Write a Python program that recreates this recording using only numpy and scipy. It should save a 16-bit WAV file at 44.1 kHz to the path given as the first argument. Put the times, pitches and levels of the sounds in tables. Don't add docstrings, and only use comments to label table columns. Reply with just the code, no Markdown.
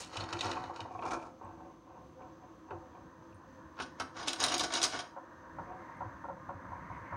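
import sys
import numpy as np
from scipy import signal
from scipy.fft import rfft, irfft
from scipy.io import wavfile

SR = 44100
rng = np.random.default_rng(int(sys.argv[2]) if len(sys.argv) > 2 else 0)


def master_out(mix):
    frames = np.transpose(np.atleast_2d(mix))
    ceiling = np.clip(frames, -1, 1)
    pcm = np.round(ceiling * 32767).astype(np.int16)
    wavfile.write(sys.argv[1], SR, pcm)


N = 316152
TIME = np.arange(N) / SR

# frequency in Hz, relative level in dB.
THUD_SPECTRUM = [(30, -40.5), (100, -50), (200, -15.5), (330, 1), (430, -4), (700, 6), (1150, 1), (1550, 3),
                 (1800, -2.5), (2400, -5.5), (5000, -52)]
# frequency in Hz, relative level in dB.
SINK_SPECTRUM = [(30, -43), (70, -39), (200, -11), (330, -5), (420, -4.5), (700, 0), (1000, 10.5),
                 (1400, -11.5), (1650, -8.5), (1950, -18.5), (2500, -17), (3200, -36), (8000, -100)]
# frequency in Hz, relative level in dB.
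RIM_SPECTRUM = [(1500, -23), (2100, -18), (2450, 7), (2750, 0), (3200, -5), (4200, -10), (8000, -44)]
# frequency in Hz, width in Hz, relative level in dB.
RIM_MODES = [(2450, 90, 1), (2320, 70, 0), (2720, 110, -3)]
# frequency in Hz, width in Hz, relative level in dB.
STRAINER_MODES = [(1910, 82, -5), (2240, 35, -3), (2910, 36, 5), (3320, 70, 0), (3870, 50, 7.5),
                  (4310, 60, -2), (4803, 32, 5), (5010, 34, 6.5), (5735, 48, 3), (6505, 38, 6),
                  (6820, 81, -4), (7600, 45, -14), (9000, 300, -16)]
# frequency in Hz, width in Hz, relative level in dB.
LOADED_BOTTOM_MODES = [(308, 42, -13.5), (727, 24, 0), (1140, 98, -3.5), (1390, 8.3, -17), (1457, 68, -0.5)]
# frequency in Hz, width in Hz, relative level in dB.
PRESSED_BOTTOM_MODES = [(316, 20, -4), (345, 14, 3.5), (590, 18, -4), (706, 80, -1.5), (880, 60, 1.5),
                        (976, 28, -2.5), (1075, 52, 2.5), (1210, 90, -7.5), (1357, 55, 2), (1493, 36, -5.5)]


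def from_db(db):
    return 10 ** (np.asarray(db) / 20)


def unit_energy(x):
    return x / np.sqrt(np.sum(x ** 2) + 1e-20)


def add(out, s, sound):
    start = int(np.clip(round(s * SR), 0, N - 1))
    out[start:start + len(sound)] += sound[:N - start]


def colour(x, spectrum):
    size = 4096
    hz, db = np.transpose(spectrum)
    grid = np.maximum(np.fft.rfftfreq(size, 1 / SR), 1)
    level_db = np.interp(np.log(grid), np.log(hz), db)
    cepstrum = irfft(np.log(from_db(level_db)))
    cepstrum[1:size // 2] *= 2
    cepstrum[size // 2 + 1:] = 0
    response = unit_energy(irfft(np.exp(rfft(cepstrum))))
    return signal.oaconvolve(x, response)[:len(x)]


def soften(x, hz):
    return signal.sosfilt(signal.butter(4, hz, fs=SR, output="sos"), x)


def waver(rate):
    knots = signal.resample_poly(rng.standard_normal(400), 8, 1)
    wander = np.interp(TIME * rate * 8, np.arange(len(knots)), knots)
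    return 2 * np.tanh(wander / 1.6)


def swells(starts, holds, levels_db, rise, fall):
    power = np.zeros(N)
    for s, hold, db in zip(starts, holds, levels_db):
        near = slice(*np.searchsorted(TIME, [s - .5, s + 1]))
        below_db = np.maximum(rise * (s - TIME[near]), fall * (TIME[near] - s - hold))
        power[near] += from_db(db - np.maximum(below_db, 0)) ** 2
    return np.sqrt(power)


def contacts(per_s, spread_db):
    at = np.flatnonzero(rng.random(N) < per_s / SR)
    sizes = rng.laplace(0, 1, N)[at]
    out = np.zeros(N)
    out[at] = np.sign(sizes) * from_db(spread_db * np.minimum(abs(sizes), 3))
    return np.sqrt(N) * unit_energy(out)


def volleys(times, levels_db, scatter, lead_db, count=12):
    clicks = np.zeros(N)
    for s, db in zip(times, levels_db):
        delay = -scatter * np.log(1 - (np.arange(count) + rng.random(count)) / count)
        sizes = from_db(rng.normal(0, 3.5, count)) * rng.choice([-1, 1], count)
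        delay[0], sizes[0] = 0, from_db(lead_db)
        at = np.clip(((s + delay) * SR).astype(int), 0, N - 1)
        np.add.at(clicks, at, from_db(db) * unit_energy(sizes))
    return clicks


def ringing(modes, uneven_db):
    detune = .003
    t = TIME[:SR // 4]
    hz, width, db = np.transpose(modes)[:, :, None]
    hz = hz * (1 + detune * rng.standard_normal(hz.shape))
    strength = width * from_db(db + uneven_db * rng.standard_normal(db.shape))
    strength = strength * rng.choice([-1, 1], db.shape)
    sines = np.exp(-np.pi * width * t) * np.sin(2 * np.pi * hz * t)
    return unit_energy(np.sum(strength * sines, axis=0))


def noise_crack(spectrum, t60):
    t = TIME[:SR // 4]
    return unit_energy(colour(rng.standard_normal(len(t)) * from_db(-60 * t / t60), spectrum))


def strike(clicks, spectrum, modes, ring_db, crack_t60, spot_db, count=8):
    out = np.zeros(N)
    first, last = np.flatnonzero(clicks)[[0, -1]]
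    spot = rng.integers(0, count, N)
    for k in range(count):
        tint_db = spot_db * rng.standard_normal(len(spectrum))
        crack = noise_crack(np.array(spectrum) + np.outer(tint_db, [0, 1]), crack_t60)
        response = unit_energy(crack + from_db(ring_db) * ringing(modes, spot_db))
        here = (clicks * (spot == k))[first:last + 1]
        add(out, first / SR, signal.fftconvolve(here, response))
    return out


def wall_hit(taps, pitch, spectrum, modes, ring_db, crack_t60, focus_db, focus_octaves):
    size = SR // 4
    response = noise_crack(spectrum, crack_t60) + from_db(ring_db) * ringing(modes, uneven_db=7.5)
    hit = signal.fftconvolve(taps[:size], response)[:size]
    grid = np.geomspace(800, 16000, 64)
    focus = focus_db * np.exp(-.5 * (np.log2(grid / pitch) / focus_octaves) ** 2)
    return unit_energy(colour(hit, np.column_stack([grid, focus])))


def pings(times, levels_db, pitches, t60, rise):
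    t, out = TIME[:SR // 3], np.zeros(N)
    envelope = (1 - np.exp(-t / rise)) * from_db(-60 * t / t60)
    for s, db, hz in zip(times, levels_db, pitches):
        add(out, s, from_db(db) * envelope * np.sin(2 * np.pi * hz * t))
    return out


def hollows(tones, waver_db, wander):
    out = np.zeros(N)
    for hz, width, db in tones:
        band = signal.lfilter(*signal.iirpeak(hz, hz / width, fs=SR), rng.standard_normal(N))
        band = np.sqrt(N) * unit_energy(band)
        position = np.cumsum(1 + wander * waver(rate=6))
        band = np.interp(position, np.arange(N), band, right=0)
        out += band * from_db(db + waver_db * waver(rate=9))
    return out


def basin_modes():
    # frequency in Hz, width in Hz (narrower ones are widened below), relative level in dB.
    basin = [(319, 3.4, -18), (340, 9.3, -0.5), (497, 9.8, -2.5), (563, 7.9, -1), (736.4, 10.2, 8),
             (887.5, 8.7, 2.5), (930, 18, -17), (997, 14, -18), (1060, 39, -3), (1340, 25, -10),
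             (1538, 10, -6.5)]
    min_width_hz = 16
    return [(hz, max(width, min_width_hz), db) for hz, width, db in basin]


def stirring():
    # start in seconds, hold in seconds, click and thud relative levels in dB.
    pushes = [(0, 0.025, -49.5, -49), (0.138, 0.066, -49.5, -42), (0.304, 0.038, -54.5, -41),
              (0.424, 0.027, -43.5, -39), (0.49, 0.033, -49, -40), (0.592, 0.081, -61.5, -48.5),
              (0.753, 0.057, -60, -48.5)]
    # start in seconds, click and thud relative levels in dB, pitch of the struck spot in Hz.
    flicks = [(0.0382, -38.5, -64, 3850), (0.135, -45, -42, 2440), (0.156, -39, -44, 6400),
              (0.1686, -28.5, -61, 8600), (0.1709, -28.5, -55, 2700), (0.2015, -35, -44, 4030),
              (0.2074, -28.5, -35, 4180), (0.238, -36, -43, 3300), (0.2891, -38.5, -40, 4830),
              (0.327, -29, -32.5, 5300), (0.331, -30, -49, 2480), (0.3694, -37, -46, 2430),
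              (0.3902, -29, -41, 3770), (0.4086, -20, -38, 3700), (0.4308, -40, -35, 3820),
              (0.445, -31.5, -43, 5860), (0.456, -34, -35, 8400), (0.467, -34, -38, 4200),
              (0.514, -27, -37, 3700), (0.533, -37, -36, 2680), (0.638, -40, -37, 3860),
              (0.7609, -38.5, -44, 3060), (0.8048, -31.5, -44, 3100), (2.708, -53.5, -48, 3020)]
    # start and hold in seconds, relative level in dB.
    rubs = [(1.44, 0.033, -48), (1.59, 0.076, -55), (1.876, 0.12, -57), (2.208, 0.03, -52.5),
            (2.427, 0.02, -55.5), (2.706, 0.016, -48.5), (2.949, 0.019, -55), (3.396, 0.03, -59.5),
            (5.683, 0.034, -48), (6.755, 0.018, -64)]
    # frequency in Hz, relative level in dB.
    stir_spectrum = [(1000, -17), (1700, -21), (1930, 3), (2100, -17), (2420, 3.5), (3370, -6), (3770, 1),
                     (4620, -5.5), (6740, -6.5), (7500, -16.5), (9150, -18), (10500, -33), (12100, -64),
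                     (15500, -89)]
    # frequency in Hz, width in Hz, relative level in dB.
    pressed_wall = [(1890, 38, -8), (2430, 45, -3), (2680, 120, -14), (2960, 17, 14), (3300, 240, -7),
                    (3840, 110, 0.5), (4400, 89, 7), (5000, 99, -6), (5500, 150, -2), (6680, 62, -9.5),
                    (6570, 110, -15.5)]
    rise, click_fall, thud_fall = 369, 218, 87
    scatter = .003

    s, hold, click_db, thud_db = np.transpose(pushes)
    click = swells(s, hold, click_db, rise, click_fall)
    thud = swells(s, hold, thud_db, rise, thud_fall)
    grains = from_db(-2.5) * click * contacts(per_s=1100, spread_db=1.0)
    wall = strike(grains, stir_spectrum, pressed_wall, ring_db=-1.5, crack_t60=0.031, spot_db=3.0)
    for s, db, _, hz in flicks:
        taps = volleys([0], [0], scatter, lead_db=16)
        snap = wall_hit(taps, hz, stir_spectrum, pressed_wall, ring_db=-5.5, crack_t60=0.028,
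                        focus_db=8, focus_octaves=0.11)
        add(wall, s, from_db(db + 13.0) * snap)

    s, _, thud_db, _ = np.transpose(flicks)
    dull = from_db(19.0) * volleys(s, thud_db, scatter, lead_db=7.0)
    dull += from_db(-5.5) * thud * contacts(per_s=690, spread_db=3.5)
    bottom = strike(dull, THUD_SPECTRUM, PRESSED_BOTTOM_MODES, ring_db=4.5, crack_t60=0.022, spot_db=2.5)
    rub = swells(*np.transpose(rubs), rise=354, fall=156) * contacts(per_s=1500, spread_db=4.0)
    into_sink = from_db(-3.0) * dull + rub
    sink = strike(into_sink, SINK_SPECTRUM, basin_modes(), ring_db=2.5, crack_t60=0.032, spot_db=3.5)
    return wall + bottom + sink


def spatter():
    # frequency in Hz, relative level in dB.
    spatter_spectrum = [(1500, -2), (3500, -6), (6500, 1), (9500, -6.5), (12000, -26), (15500, -27)]
    level_db = -46 - 231 * np.minimum(TIME, 1)
    return from_db(level_db) * colour(contacts(per_s=1900, spread_db=-20.0), spatter_spectrum)


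def room_air():
    # frequency in Hz, relative level in dB.
    room_spectrum = [(25, -31), (70, 1.5), (130, -1.5), (200, -1.5), (300, 1), (430, -15), (640, -19.5),
                     (1100, -4.5), (1600, -19), (2200, -23.5), (4000, -26.5), (5600, -30), (6250, -17.5),
                     (7000, -39.5), (7520, -29.5), (8200, -48), (13500, -44), (15500, -36)]
    # frequency in Hz, width in Hz, level in dB.
    room_tones = [(263, 16, -67.5), (323, 12, -61.5), (520, 13, -64.5), (632, 25, -74), (1040, 70, -68)]
    level_db = -62.5 + 1.0 * waver(rate=9.6)
    air = from_db(level_db) * colour(rng.standard_normal(N), room_spectrum)
    return air + hollows(room_tones, waver_db=2.5, wander=.008)


def handling_rumble():
    # frequency in Hz, relative level in dB.
    rumble_spectrum = [(25, -54), (45, -8.5), (68, -1.5), (100, -1.5), (135, -5.5), (170, -1), (260, -13),
                       (700, -76)]
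    tilt_s, tilt_takes_s, upright_db, tilted_db = 5.5, 0.054, -64.5, -56.5
    level_db = np.interp(TIME, [tilt_s, tilt_s + tilt_takes_s], [upright_db, tilted_db])
    level_db = level_db + 3.4 * waver(rate=16)
    return from_db(level_db) * colour(rng.standard_normal(N), rumble_spectrum)


def counter_bumps():
    # start in seconds, relative level in dB, pitch in Hz.
    bumps = [(0.172, -45, 101), (0.211, -43, 99), (0.333, -45, 99), (0.444, -44.5, 98), (0.494, -52, 92),
             (0.647, -51.5, 88), (0.81, -49, 102), (0.943, -53, 99), (1.27, -66, 79), (1.438, -51.5, 95),
             (2.73, -49.5, 95), (3.336, -57, 94), (5.6, -55, 99.4), (6.05, -44, 107), (6.401, -49.5, 158),
             (6.54, -48, 94), (6.7, -49, 91), (6.894, -47.5, 103), (6.999, -52, 103), (7.121, -50, 97)]
    return from_db(8.5) * pings(*np.transpose(bumps), t60=0.086, rise=0.0069)


def basin_knocks():
    # start in seconds, relative level in dB, pitch of the struck spot in Hz.
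    knocks = [(0.447, -30, 900), (0.568, -26.5, 1090), (0.696, -31, 800), (0.793, -33, 910),
              (0.851, -33.5, 713), (0.909, -35.5, 753), (0.949, -33.5, 1070), (0.99, -29, 727),
              (1.023, -28, 1130), (1.038, -26.5, 720), (1.06, -29.5, 747), (1.1194, -26.5, 1393),
              (1.142, -28, 1354), (1.412, -36, 945), (2.207, -40, 1060), (2.707, -31.5, 1026),
              (2.945, -43, 733)]
    s, db, hz = np.transpose(knocks)
    blows = from_db(17.0) * volleys(s, db, scatter=.006, lead_db=10.0)
    basin = strike(blows, SINK_SPECTRUM, basin_modes(), ring_db=0.5, crack_t60=0.046, spot_db=1.0)
    spots = from_db(-6.5) * pings(s, db, hz, t60=.055, rise=0.00029)
    return soften(basin + spots, hz=1790)


def rim_touches():
    # start in seconds, relative level in dB, pitch in Hz.
    touches = [(0.569, -42, 2480), (0.9074, -57, 2440), (0.99, -47, 2520), (1.024, -41, 2460),
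               (1.0355, -48, 2700), (1.083, -62, 2680), (1.2, -52, 2360), (1.2243, -52, 2490),
               (2.22, -59, 2300), (2.706, -54.5, 2600), (2.951, -64, 2400), (3.3248, -58, 2430)]
    s, db, hz = np.transpose(touches)
    taps = from_db(16.0) * volleys(s, db, scatter=0.0024, lead_db=1, count=3)
    rim = strike(taps, RIM_SPECTRUM, RIM_MODES, ring_db=7, crack_t60=0.025, spot_db=4.0, count=4)
    return rim + pings(s, db, hz, t60=.04, rise=0.0006)


def falling():
    # start in seconds,
    # hold in seconds, tick, rim and thud relative levels in dB.
    spills = [(0.92, 0.1, -69.5, -59, -56), (1.055, 0.02, -54, -43, -34), (1.108, 0.022, -47.5, -39.5, -35),
              (1.193, 0.076, -66, -84, -45)]
    # frequency in Hz, relative level in dB.
    fall_spectrum = [(1200, -14), (1700, 9), (2200, -14), (3000, -2), (4000, 1), (5000, -0.5), (6500, 1),
                     (7800, -8), (9500, -11), (11000, -24), (13000, -43), (15500, -33)]
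    # frequency in Hz, width in Hz, relative level in dB.
    fall_modes = [(346, 15, -1), (727, 130, -2.5), (890, 94, 1), (1060, 68, -12), (1332, 55, -5),
                  (1550, 36, -12)]
    rise, tick_fall, thud_fall = 448, 304, 261

    s, hold, tick_db, rim_db, thud_db = np.transpose(spills)
    drops = contacts(per_s=480, spread_db=3)
    tick = from_db(-3.0) * swells(s, hold, tick_db, rise, tick_fall) * drops
    rim = from_db(-12) * swells(s, hold, rim_db, rise, tick_fall) * drops
    thud = from_db(-5.5) * swells(s, hold, thud_db, rise, thud_fall) * drops
    ticks = strike(tick, fall_spectrum, STRAINER_MODES, ring_db=-17, crack_t60=0.042, spot_db=1.5, count=4)
    brush = strike(rim, RIM_SPECTRUM, RIM_MODES, ring_db=15, crack_t60=0.015, spot_db=6, count=4)
    drum = strike(thud, THUD_SPECTRUM, fall_modes, ring_db=20.0, crack_t60=0.019, spot_db=6.0)
    return ticks + brush + drum


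def ticking():
    # start in seconds, relative level in dB, pitch in Hz.
    finger_ticks = [(1.447, -60, 8000), (3.346, -57, 9300), (3.356, -64, 8550), (5.97, -61.5, 8800)]
    return pings(*np.transpose(finger_ticks), t60=0.012, rise=.0005)


def swelling_wash():
    # time in seconds, level in dB.
    wash_levels = [(0, -100), (2.6, -65), (3.7, -59.5), (5.3, -57), (5.55, -54), (5.7, -52), (5.95, -51),
                   (6.3, -55), (6.6, -52.5), (6.85, -50), (7.15, -49)]
    # frequency in Hz, relative level in dB.
    body_spectrum = [(150, -30.5), (280, 7), (420, -5), (550, 3), (700, -3), (830, -2.5), (980, 11),
                     (1150, 3.5), (1400, -1.5), (1550, 3.5), (1880, -2.5), (2200, -35), (4000, -72.5)]
    # frequency in Hz, relative level in dB.
    edge_spectrum = [(1000, -24.5), (1700, -1), (2100, 8), (2400, -4), (2800, -13), (4000, -48),
                     (8000, -53)]
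    # frequency in Hz, width in Hz, level in dB beside the wash.
    wash_tones = [(931, 15, -9.5), (1093, 17, -15.5), (1241, 16, -13.5), (1813, 40, -17)]
    edge_loudest_db, edge_follows = -59.5, 3.14

    level_db = np.interp(TIME, *np.transpose(wash_levels))
    edge_db = edge_loudest_db + edge_follows * (level_db - level_db.max())
    body_db = level_db - 1.0 + 1.7 * waver(rate=13)
    body = from_db(body_db) * colour(rng.standard_normal(N), body_spectrum)
    edge = from_db(edge_db + 2.2 * waver(rate=23)) * colour(rng.standard_normal(N), edge_spectrum)
    tones = from_db(level_db) * hollows(wash_tones, waver_db=3, wander=.02)
    return body + edge + tones


def lifting():
    # start in seconds, relative level in dB.
    lifts = [(2.708, -31)]
    # frequency in Hz, relative level in dB.
    lift_spectrum = [(150, -19), (330, 6), (500, 7), (700, -6), (900, -6), (1300, -12), (1550, -6.5),
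                     (1900, -14.5), (5000, -57)]
    s, db = np.transpose(lifts)
    blow = from_db(16) * volleys(s, db, scatter=0.005, lead_db=10)
    return strike(blow, lift_spectrum, PRESSED_BOTTOM_MODES, ring_db=-8, crack_t60=0.051, spot_db=1.0, count=2)


def slapping():
    # start in seconds, relative level in dB.
    slaps = [(3.769, -43), (3.779, -38), (3.789, -29), (3.7995, -24), (3.809, -34), (4.0, -25.5),
             (4.007, -24)]
    # frequency in Hz, relative level in dB.
    slap_spectrum = [(300, -9.5), (700, -12), (950, -3), (1150, -2), (1550, 2), (1720, -13.5), (2900, -16),
                     (4300, -21), (6000, -29), (10000, -58)]
    s, db = np.transpose(slaps)
    blows = from_db(14.5) * volleys(s, db, scatter=.005, lead_db=14)
    return strike(blows, slap_spectrum, LOADED_BOTTOM_MODES, ring_db=-14.5, crack_t60=0.052, spot_db=0.0, count=5)


def tossing():
    # start and hold in seconds, click and thud relative levels in dB.
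    tosses = [(3.809, 0.006, -48, -86), (4.002, 0.0061, -54, -44.5), (4.168, 0.059, -46.5, -42),
              (4.274, 0.024, -37, -43), (4.405, 0.05, -31.5, -35), (4.502, 0.046, -34, -36),
              (4.595, 0.045, -36.5, -41), (4.731, 0.042, -33.5, -37), (4.82, 0.031, -34.5, -40),
              (4.921, 0.045, -40.5, -40), (4.993, 0.012, -51, -47)]
    # start in seconds, click, thud and hard snap relative levels
    # in dB, pitch of the struck spot in Hz, trail of the stragglers in seconds.
    landings = [(3.8005, -35.5, -33.5, -58, 2630, .005), (3.8214, -33, -50, -56, 2970, 0.0033),
                (3.8282, -42, -60, -60, 2850, 0.0056), (3.999, -27.5, -36, -24, 3890, 0.0065),
                (4.1985, -39.5, -37.5, -58, 3800, 0.0044), (4.2275, -35.5, -52, -58, 4930, 0.0042),
                (4.274, -26.5, -30.5, -23, 5220, 0.0057), (4.2815, -19.5, -50, -14, 3440, .003),
                (4.3314, -25, -36, -17.5, 3320, .0015), (4.36, -36, -42, -40, 3850, 0.0048),
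                (4.4016, -22.5, -41.5, -21.5, 6660, 0.0035), (4.4278, -26, -30.5, -15, 3820, 0.006),
                (4.439, -15.5, -28, -6, 3950, 0.0058), (4.458, -34.5, -35.5, -27, 3300, 0.0043),
                (4.4833, -23, -48, -21.5, 3700, 0.0055), (4.5199, -26, -29, -19, 3810, 0.0035),
                (4.541, -19.5, -30, -17, 5620, 0.0052), (4.5805, -28, -45, -12.5, 4900, 0.0038),
                (4.5954, -20.5, -31, -14, 3970, 0.0014), (4.606, -21.5, -33, -25.5, 5000, 0.0046),
                (4.6365, -24, -27.5, -18, 3900, 0.0041), (4.704, -37.5, -34, -50, 3400, 0.0054),
                (4.723, -31, -32.5, -40.5, 3630, 0.0019), (4.7385, -25, -46, -12.5, 3890, 0.0045),
                (4.7515, -20, -32.5, -28, 3600, 0.0033), (4.7622, -31, -49, -27.5, 3430, .004),
                (4.777, -28, -37, -34, 4910, 0.0033), (4.8161, -21.5, -34.5, -21.5, 3900, 0.0045),
                (4.829, -18.5, -32, -8, 5000, 0.0029), (4.8373, -15.5, -37.5, -9.5, 6240, .002),
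                (4.8451, -18, -28.5, -15.5, 5000, 0.0049), (4.9335, -47, -31, -60, 3950, .005),
                (4.9429, -34, -32, -55, 3300, 0.0094), (4.99, -28.5, -34, -49, 3180, .005),
                (5.005, -35, -55, -55, 5000, .003)]
    # frequency in Hz, relative level in dB.
    toss_spectrum = [(1000, -50.5), (1700, -14.5), (2000, -6), (2600, 0.5), (3600, 6.5), (4570, 2),
                     (5400, 4.5), (6800, -0.5), (7900, -15.5), (9100, -1), (10500, -22.5), (12000, -46),
                     (15500, -62.5)]
    # frequency in Hz, relative level in dB.
    hard_spectrum = [(3000, -8), (6500, 6.5), (9000, 2.5), (11000, -7.5), (13000, -22), (15500, -18)]
    rise, click_fall, thud_fall = 697, 287, 227

    s, hold, click_db, thud_db = np.transpose(tosses)
    click = swells(s, hold, click_db, rise, click_fall)
    thud = swells(s, hold, thud_db, rise, thud_fall)
    slide = from_db(-5.0) * click * contacts(per_s=1400, spread_db=1.0)
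    wall = strike(slide, toss_spectrum, STRAINER_MODES, ring_db=-2.5, crack_t60=0.025, spot_db=10.0)
    wall = soften(wall, hz=8230)
    for s, db, _, snap_db, hz, trail in landings:
        taps = volleys([0], [0], trail, lead_db=11.5)
        clatter = wall_hit(taps, hz, toss_spectrum, STRAINER_MODES, ring_db=-6.0, crack_t60=0.042,
                           focus_db=2.5, focus_octaves=0.215)
        add(wall, s, from_db(db + 13.5) * clatter)
        snap = wall_hit(taps, hz, hard_spectrum, STRAINER_MODES, ring_db=-19.5, crack_t60=0.01,
                        focus_db=4, focus_octaves=1)
        add(wall, s, from_db(snap_db) * snap)

    s, click_db, thud_db, _, hz, _ = np.transpose(landings)
    dull = from_db(19.5) * volleys(s, thud_db, scatter=0.0045, lead_db=5)
    dull += from_db(-3.0) * thud * contacts(per_s=1400, spread_db=0.0)
    bottom = strike(dull, THUD_SPECTRUM, LOADED_BOTTOM_MODES, ring_db=-4.0, crack_t60=0.037, spot_db=3.0)
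    spots = from_db(-10.5) * pings(s, click_db, hz, t60=0.039, rise=0.00029)
    return wall + spots + bottom


def dripping():
    # start in seconds, relative level in dB.
    drips = [(5.162, -33.5), (5.585, -29.5), (5.893, -40), (6.006, -28.5), (6.24, -32), (6.285, -31.5),
             (6.49, -30), (6.717, -34.5), (6.9, -36), (7.124, -30.5)]
    # frequency in Hz, relative level in dB.
    drip_spectrum = [(100, -33), (330, -20), (420, -25), (545, 9.5), (680, -1.5), (780, -0.5), (950, 12),
                     (1080, 5.5), (1220, -18), (1350, 5), (1550, -14), (1750, -22), (2400, -30),
                     (3200, -44), (8000, -79)]
    splash_after_s, splash_db, scatter = .011, -1.5, .003
    s, db = np.transpose(drips)
    drops = volleys(s, db, scatter, lead_db=13, count=6)
    splashes = volleys(s + splash_after_s, db + splash_db, scatter, lead_db=4, count=6)
    blows = from_db(17.5) * (drops + splashes)
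    return strike(blows, drip_spectrum, basin_modes(), ring_db=-8, crack_t60=.04, spot_db=1)


def kitchen(x, t60, wet_db):
    t = TIME[:SR // 2]
    tail = rng.standard_normal(len(t)) * from_db(-60 * t / t60) * (t > .004)
    tail = unit_energy(colour(tail, [(100, 6.5), (1000, -3.5), (6000, -9), (15000, -5.0)]))
    return x + from_db(wet_db) * signal.oaconvolve(x, tail)[:N]


def scene():
    beans = stirring() + falling() + slapping() + tossing()
    touches = counter_bumps() + basin_knocks() + rim_touches() + ticking()
    in_room = kitchen(beans + touches + lifting() + dripping(), t60=0.31, wet_db=-7.5)
    background = room_air() + handling_rumble() + swelling_wash()
    return (in_room + background + spatter())[None]


def record(dry):
    cutoff_hz = 15800
    fade = np.clip(np.minimum(TIME / .001, (TIME[-1] - TIME) / .004), 0, 1)
    thinned = signal.sosfilt(signal.butter(3, 42, "high", fs=SR, output="sos"), dry)
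    return signal.sosfilt(signal.ellip(10, .2, 70, cutoff_hz, fs=SR, output="sos"), thinned * fade)


dry = scene()
out = record(dry)
master_out(out)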